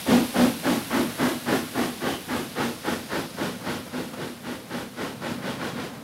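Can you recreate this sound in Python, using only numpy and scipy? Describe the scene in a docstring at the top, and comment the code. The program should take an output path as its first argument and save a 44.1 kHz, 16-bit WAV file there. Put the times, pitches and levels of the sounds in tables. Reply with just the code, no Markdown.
"""At a lineside fence, a steam locomotive works away down the line while its coaches roll slowly past.
Each exhaust beat is shaped noise: a turbulent roar and rasp, a chimney boom just behind, a sizzle and spray last;
the beats weaken as the engine recedes, and coach sides and buildings throw them back as a short, dull echo.
Leaking steam is a wavering, fading hiss with two short wheezes near 3 kHz, then a slow, broad brightening
near 5 kHz; filtered noise makes the coaches' rumble and knocks."""
import sys
import numpy as np
from scipy import signal
from scipy.fft import rfft, irfft
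from scipy.io import wavfile
from scipy.ndimage import map_coordinates

SR = 44100
rng = np.random.default_rng(int(sys.argv[2]) if len(sys.argv) > 2 else 0)


def int16_out(signal):
    """Quantize to a 16-bit WAV file."""
    q = np.round(np.clip(np.atleast_2d(signal).T, -1, 1) * 32767)
    wavfile.write(sys.argv[1], SR, q.astype(np.int16))


N = 265923
TIME = np.arange(N) / SR  # s
FREQ = np.maximum(np.arange(N // 2 + 1) * SR / N, 1)  # Hz

# exhaust beats, quickening at the end as the wheels slip: start t/s, strength level/dB
EXHAUST_BEATS = [(0.056, 0), (0.336, 1.3), (0.626, 0.3), (0.895, 1), (1.175, 2.1), (1.455, 3), (1.735, 0.9),
                 (2.001, 0.3), (2.276, 0.2), (2.549, 3), (2.829, 2.5), (3.088, 2), (3.363, 1.3),
                 (3.633, 0.8), (3.91, -2.5), (4.158, -3.5), (4.428, -3), (4.69, -0.7), (4.958, 0.9),
                 (5.202, 0.7), (5.409, 1.7), (5.576, 2), (5.741, -0.3)]


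def undb(db):
    """Decibels to gain."""
    return 10 ** (np.asarray(db) / 20)


def unit(x):
    """Scale to rms 1."""
    return x / np.sqrt(np.mean(x ** 2))


def colour(x, points):
    """Shape x with a spectrum of (f/Hz, level/dB) points, joined on a log frequency axis, at rms 1."""
    hz, db = np.transpose(points)
    gain = undb(np.interp(np.log(FREQ), np.log(hz), db))
    return unit(irfft(rfft(x) * gain, N))


def resonate(x, modes):
    """Ring parallel resonances of (f/Hz, width/Hz, level/dB) with x."""
    response = 0
    for hz, width, db in modes:
        response = response + undb(db) / (1 + 1j * (FREQ ** 2 - hz ** 2) / (FREQ * width))
    return irfft(rfft(x) * response, N)


def walk(rate):
    """Random wander with about `rate` turns a second and rms 1: straight lines between chance values."""
    steps = TIME * rate * 2
    return unit(map_coordinates(rng.standard_normal(N // 20), [steps], order=1, mode="wrap"))


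def turbulence(eddy_db, eddy_rate):
    """Noise that comes in eddies: its level wanders by eddy_db, about eddy_rate times a second."""
    return unit(rng.standard_normal(N) * undb(eddy_db * walk(eddy_rate)))


def rolling():
    """Strength of the rumble: steady from the whole train, swelling as each bogie goes by."""
    # bogies rolling by: middle t/s, level/dB
    passes = [(0.9, -42), (3.75, -43), (5.55, -37.5)]
    steady_db, half_length_s = -42.5, 0.36
    power = undb(steady_db) ** 2
    for middle, db in passes:
        swell = undb(db) * np.exp(-((TIME - middle) / half_length_s) ** 2 / 2)
        power = power + swell ** 2
    return np.sqrt(power)


def coaches():
    """Wheels rumble over rough rail; now and then slack gear knocks against a bogie and rings it."""
    # rumble spectrum: f/Hz, density level/dB per Hz
    rumble_spectrum = [(20, -49), (40, -34), (85, -4.5), (150, 2.5), (245, 5), (350, -11.5), (480, -4),
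                       (900, -13.5), (1400, -13.5), (3000, -24), (8000, -34.5)]
    # knocks of the running gear: start t/s, level/dB before the trim
    knocks = [(1.092, -31.5), (3.607, -35), (3.862, -37.5), (4.131, -31.5), (5.945, -37)]
    # bogie resonances: f/Hz, width/Hz, level/dB
    bogie_modes = [(248, 41, 8), (500, 75, 2), (880, 360, -5), (1260, 210, -9), (3300, 1200, -47)]
    rise_s, fall_s, trim_db = .003, .024, -0.5
    rumble = colour(turbulence(eddy_db=1.5, eddy_rate=25), rumble_spectrum) * rolling()
    blows = np.zeros(N)
    for start, db in knocks:
        age = np.maximum(TIME - start, 0)
        blows += undb(db + trim_db) * (1 - np.exp(-age / rise_s)) * np.exp(-age / fall_s)
    ring = unit(resonate(rng.standard_normal(N), bogie_modes))
    return rumble + blows * ring


def leak():
    """Steam escapes round the cylinders in a slowly wavering, fading hiss with swells of narrower noise."""
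    # hiss spectrum: f/Hz, density level/dB per Hz
    hiss_spectrum = [(700, 4.5), (1500, 4.5), (3800, 5.5), (7500, -3), (9200, 0.5), (11500, 1.5),
                     (15500, -9)]
    # two short wheezes near 3 kHz, then a slow, broad brightening of the hiss near 5 kHz:
    # middle t/s, half length/s, f/Hz, width/Hz, level/dB
    hiss_swells = [(2.12, 0.057, 3060, 260, -37.5), (2.384, 0.075, 3030, 220, -47),
                   (3.1, 0.87, 4870, 1200, -52)]
    start_db, fade_db_per_s = -36, 2.5
    level_db = start_db - fade_db_per_s * TIME + 0.46 * walk(4.4)
    steam = colour(turbulence(eddy_db=0.8, eddy_rate=380), hiss_spectrum) * undb(level_db)
    for middle, half_length, hz, width, db in hiss_swells:
        swell = np.exp(-((TIME - middle) / half_length) ** 2)
        band = unit(resonate(rng.standard_normal(N), [(hz, width, 0)]))
        steam = steam + undb(db) * swell * band
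    return steam


def distance(t):
    """Distance of the engine as a multiple of where it starts; it leaves at a steady speed."""
    doubling_s = 2.76
    return 1 + t / doubling_s


def beat_levels(db, follow, falloff, close_db):
    """Level of one exhaust layer per beat: follows the strength, falls with distance, differs close by."""
    close_s = 0.5  # the nearby engine's different balance fades with this time constant
    start, strength = np.transpose(EXHAUST_BEATS)
    distance_loss_db = falloff * 20 * np.log10(distance(start))
    return db + follow * strength - distance_loss_db + close_db * np.exp(-start / close_s)


def blasts(levels_db, delay, stretch, rise, fall):
    """Steam flow: each beat swells as the valve opens and dies as the cylinder empties."""
    swell_s = .062  # from the valve opening to full blast, at stretch 1
    power = np.zeros(N)
    for (start, _), db in zip(EXHAUST_BEATS, levels_db):
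        span = (TIME > start + delay) & (TIME < start + .5)
        age = (TIME[span] - start - delay) / (swell_s * stretch)
        envelope = age ** rise * np.exp((1 - age ** fall) * rise / fall)  # peaks at 1 when age is 1
        power[span] += (undb(db) * envelope) ** 2
    return np.sqrt(power)


def restless(modes, eddy_db, wander_db):
    """Turbulence rings each resonance on its own, so now one, now another stands out."""
    total = 0
    for mode in modes:
        ring = resonate(turbulence(eddy_db, eddy_rate=290), [mode])
        total = total + ring * undb(wander_db * walk(6.7))
    return unit(total)


def exhaust():
    """The blast roars and rasps in the stack, the chimney booms just after, the jet sizzles and sprays."""
    # layer spectra: f/Hz, density level/dB per Hz
    roar_spectrum, rasp_spectrum = [(35, -49), (85, -8), (150, 2.5), (320, 1), (490, -5), (680, 0),
                                    (900, -3.5), (1300, -18), (2200, -52)], [(600, -24), (980, -2), (1500, 4.5), (2100, -1),
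                                                  (2600, -11.5), (3600, -28)]
    sizzle_spectrum, spray_spectrum = [(1200, -9.5), (2300, 0.5), (3100, 3.5), (5000, -3), (7500, -13.5),
                                       (11000, -14.5), (15500, -30)], [(2500, -34), (5000, -1), (7500, -1.5), (10500, -0.5),
                                                       (13000, -2.5), (15500, -14)]
    # resonances of the stack, round the blast pipe, of chimney and smokebox: f/Hz, width/Hz, level/dB
    throat_modes, blast_pipe_modes, chimney_modes = [(500, 80, 2.5), (575, 33, -1.5), (823, 33, 1)], [(1096, 51, 7.5), (1266, 170, -1),
                                                                     (1470, 77, -2.5), (1596, 110, -0.5),
                                                                     (1770, 145, -7)], [(188, 12.5, -3.5),
                                                                                         (241.9, 23, 4),
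                                                                                         (260.3, 21, -2),
                                                                                         (321.4, 21, -4)]

    roar_db = beat_levels(db=-27.85, follow=1.0, falloff=1.0, close_db=3.0)
    rasp_db = beat_levels(db=-30.5, follow=1.0, falloff=1.0, close_db=-4.5)
    boom_db = beat_levels(db=-20.5, follow=0.35, falloff=1.31, close_db=4.0)
    sizzle_db = beat_levels(db=-36.5, follow=0.91, falloff=0.51, close_db=4.5)
    spray_db = beat_levels(db=-38.5, follow=0.68, falloff=1.37, close_db=-8)

    roar = colour(turbulence(eddy_db=1.5, eddy_rate=170), roar_spectrum)
    roar = roar + undb(-4) * restless(throat_modes, eddy_db=1.5, wander_db=1.5)
    roar = roar * blasts(roar_db, delay=0.0014, stretch=0.95, rise=0.84, fall=1.7)

    rasp = colour(turbulence(eddy_db=1.5, eddy_rate=260), rasp_spectrum)
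    rasp = rasp + undb(-2.5) * restless(blast_pipe_modes, eddy_db=2, wander_db=2.0)
    rasp = rasp * blasts(rasp_db, delay=0.0014, stretch=0.9, rise=0.87, fall=1.61)

    column = unit(resonate(rng.standard_normal(N), chimney_modes))
    # the jet feeds the air column steadily, so its swing stays fairly even
    column = unit(column / np.abs(signal.hilbert(column)) ** 0.35)
    boom = column * blasts(boom_db, delay=0.0091, stretch=1.096, rise=0.98, fall=1.706)

    sizzle = colour(turbulence(eddy_db=1.0, eddy_rate=910), sizzle_spectrum)
    sizzle = sizzle * blasts(sizzle_db, delay=0, stretch=1.276, rise=0.89, fall=2.14)

    spray = colour(rng.standard_normal(N), spray_spectrum)
    spray = spray * blasts(spray_db, delay=.02, stretch=1.39, rise=1.6, fall=2.2)

    flutter = undb(0.66 * walk(41))  # roar, rasp and boom flap together
    return flutter * (roar + rasp + boom) + sizzle + spray


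def ground(x, share, top_hz):
    """The ground mirrors the chimney; as the engine recedes the detour shrinks and the comb sweeps up."""
    near_s, shortest_s = .0044, .0021  # detour at the start, and where it stops shrinking
    dull = signal.sosfiltfilt(signal.butter(1, top_hz, fs=SR, output="sos"), x)  # ballast scatters the treble
    detour = np.maximum(near_s / distance(TIME), shortest_s)
    return x + share * np.interp(TIME - detour, TIME, dull)


def lineside(x, echo_db, t60):
    """Coach sides and buildings scatter a short, dull echo: decaying noise, from 20 ms on."""
    scatter = rng.standard_normal(N) * undb(-60 * TIME / t60) * (TIME > .02)
    scatter = scatter / np.sqrt(np.sum(scatter ** 2))
    scatter = signal.sosfilt(signal.butter(1, 2500, fs=SR, output="sos"), scatter)
    return x + undb(echo_db) * signal.fftconvolve(x, scatter)[:N]


def air(x, top_hz, loss_db_per_s):
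    """The air swallows more of the highest hiss as the engine draws away; halfway through it is neutral."""
    body = signal.sosfiltfilt(signal.butter(2, top_hz, fs=SR, output="sos"), x)
    treble = x - body
    return body + treble * undb(-loss_db_per_s * (TIME - TIME.mean()))


def scene():
    """Engine and coaches, the same in both ears."""
    rolling_stock = coaches()
    steam = leak()
    engine = lineside(ground(exhaust(), share=0.27, top_hz=2500), echo_db=-12, t60=0.46)
    sound = air(engine + steam, top_hz=11000, loss_db_per_s=0.7) + rolling_stock
    return np.array([sound, sound])


def record(dry):
    """The recorder cuts the deepest rumble below 52 Hz and, steeply, the top above 15.72 kHz."""
    thin = signal.sosfilt(signal.butter(3, 52, "high", fs=SR, output="sos"), dry)
    return signal.sosfilt(signal.ellip(10, .2, 80, 15720, fs=SR, output="sos"), thin)


dry = scene()
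out = record(dry)
int16_out(out)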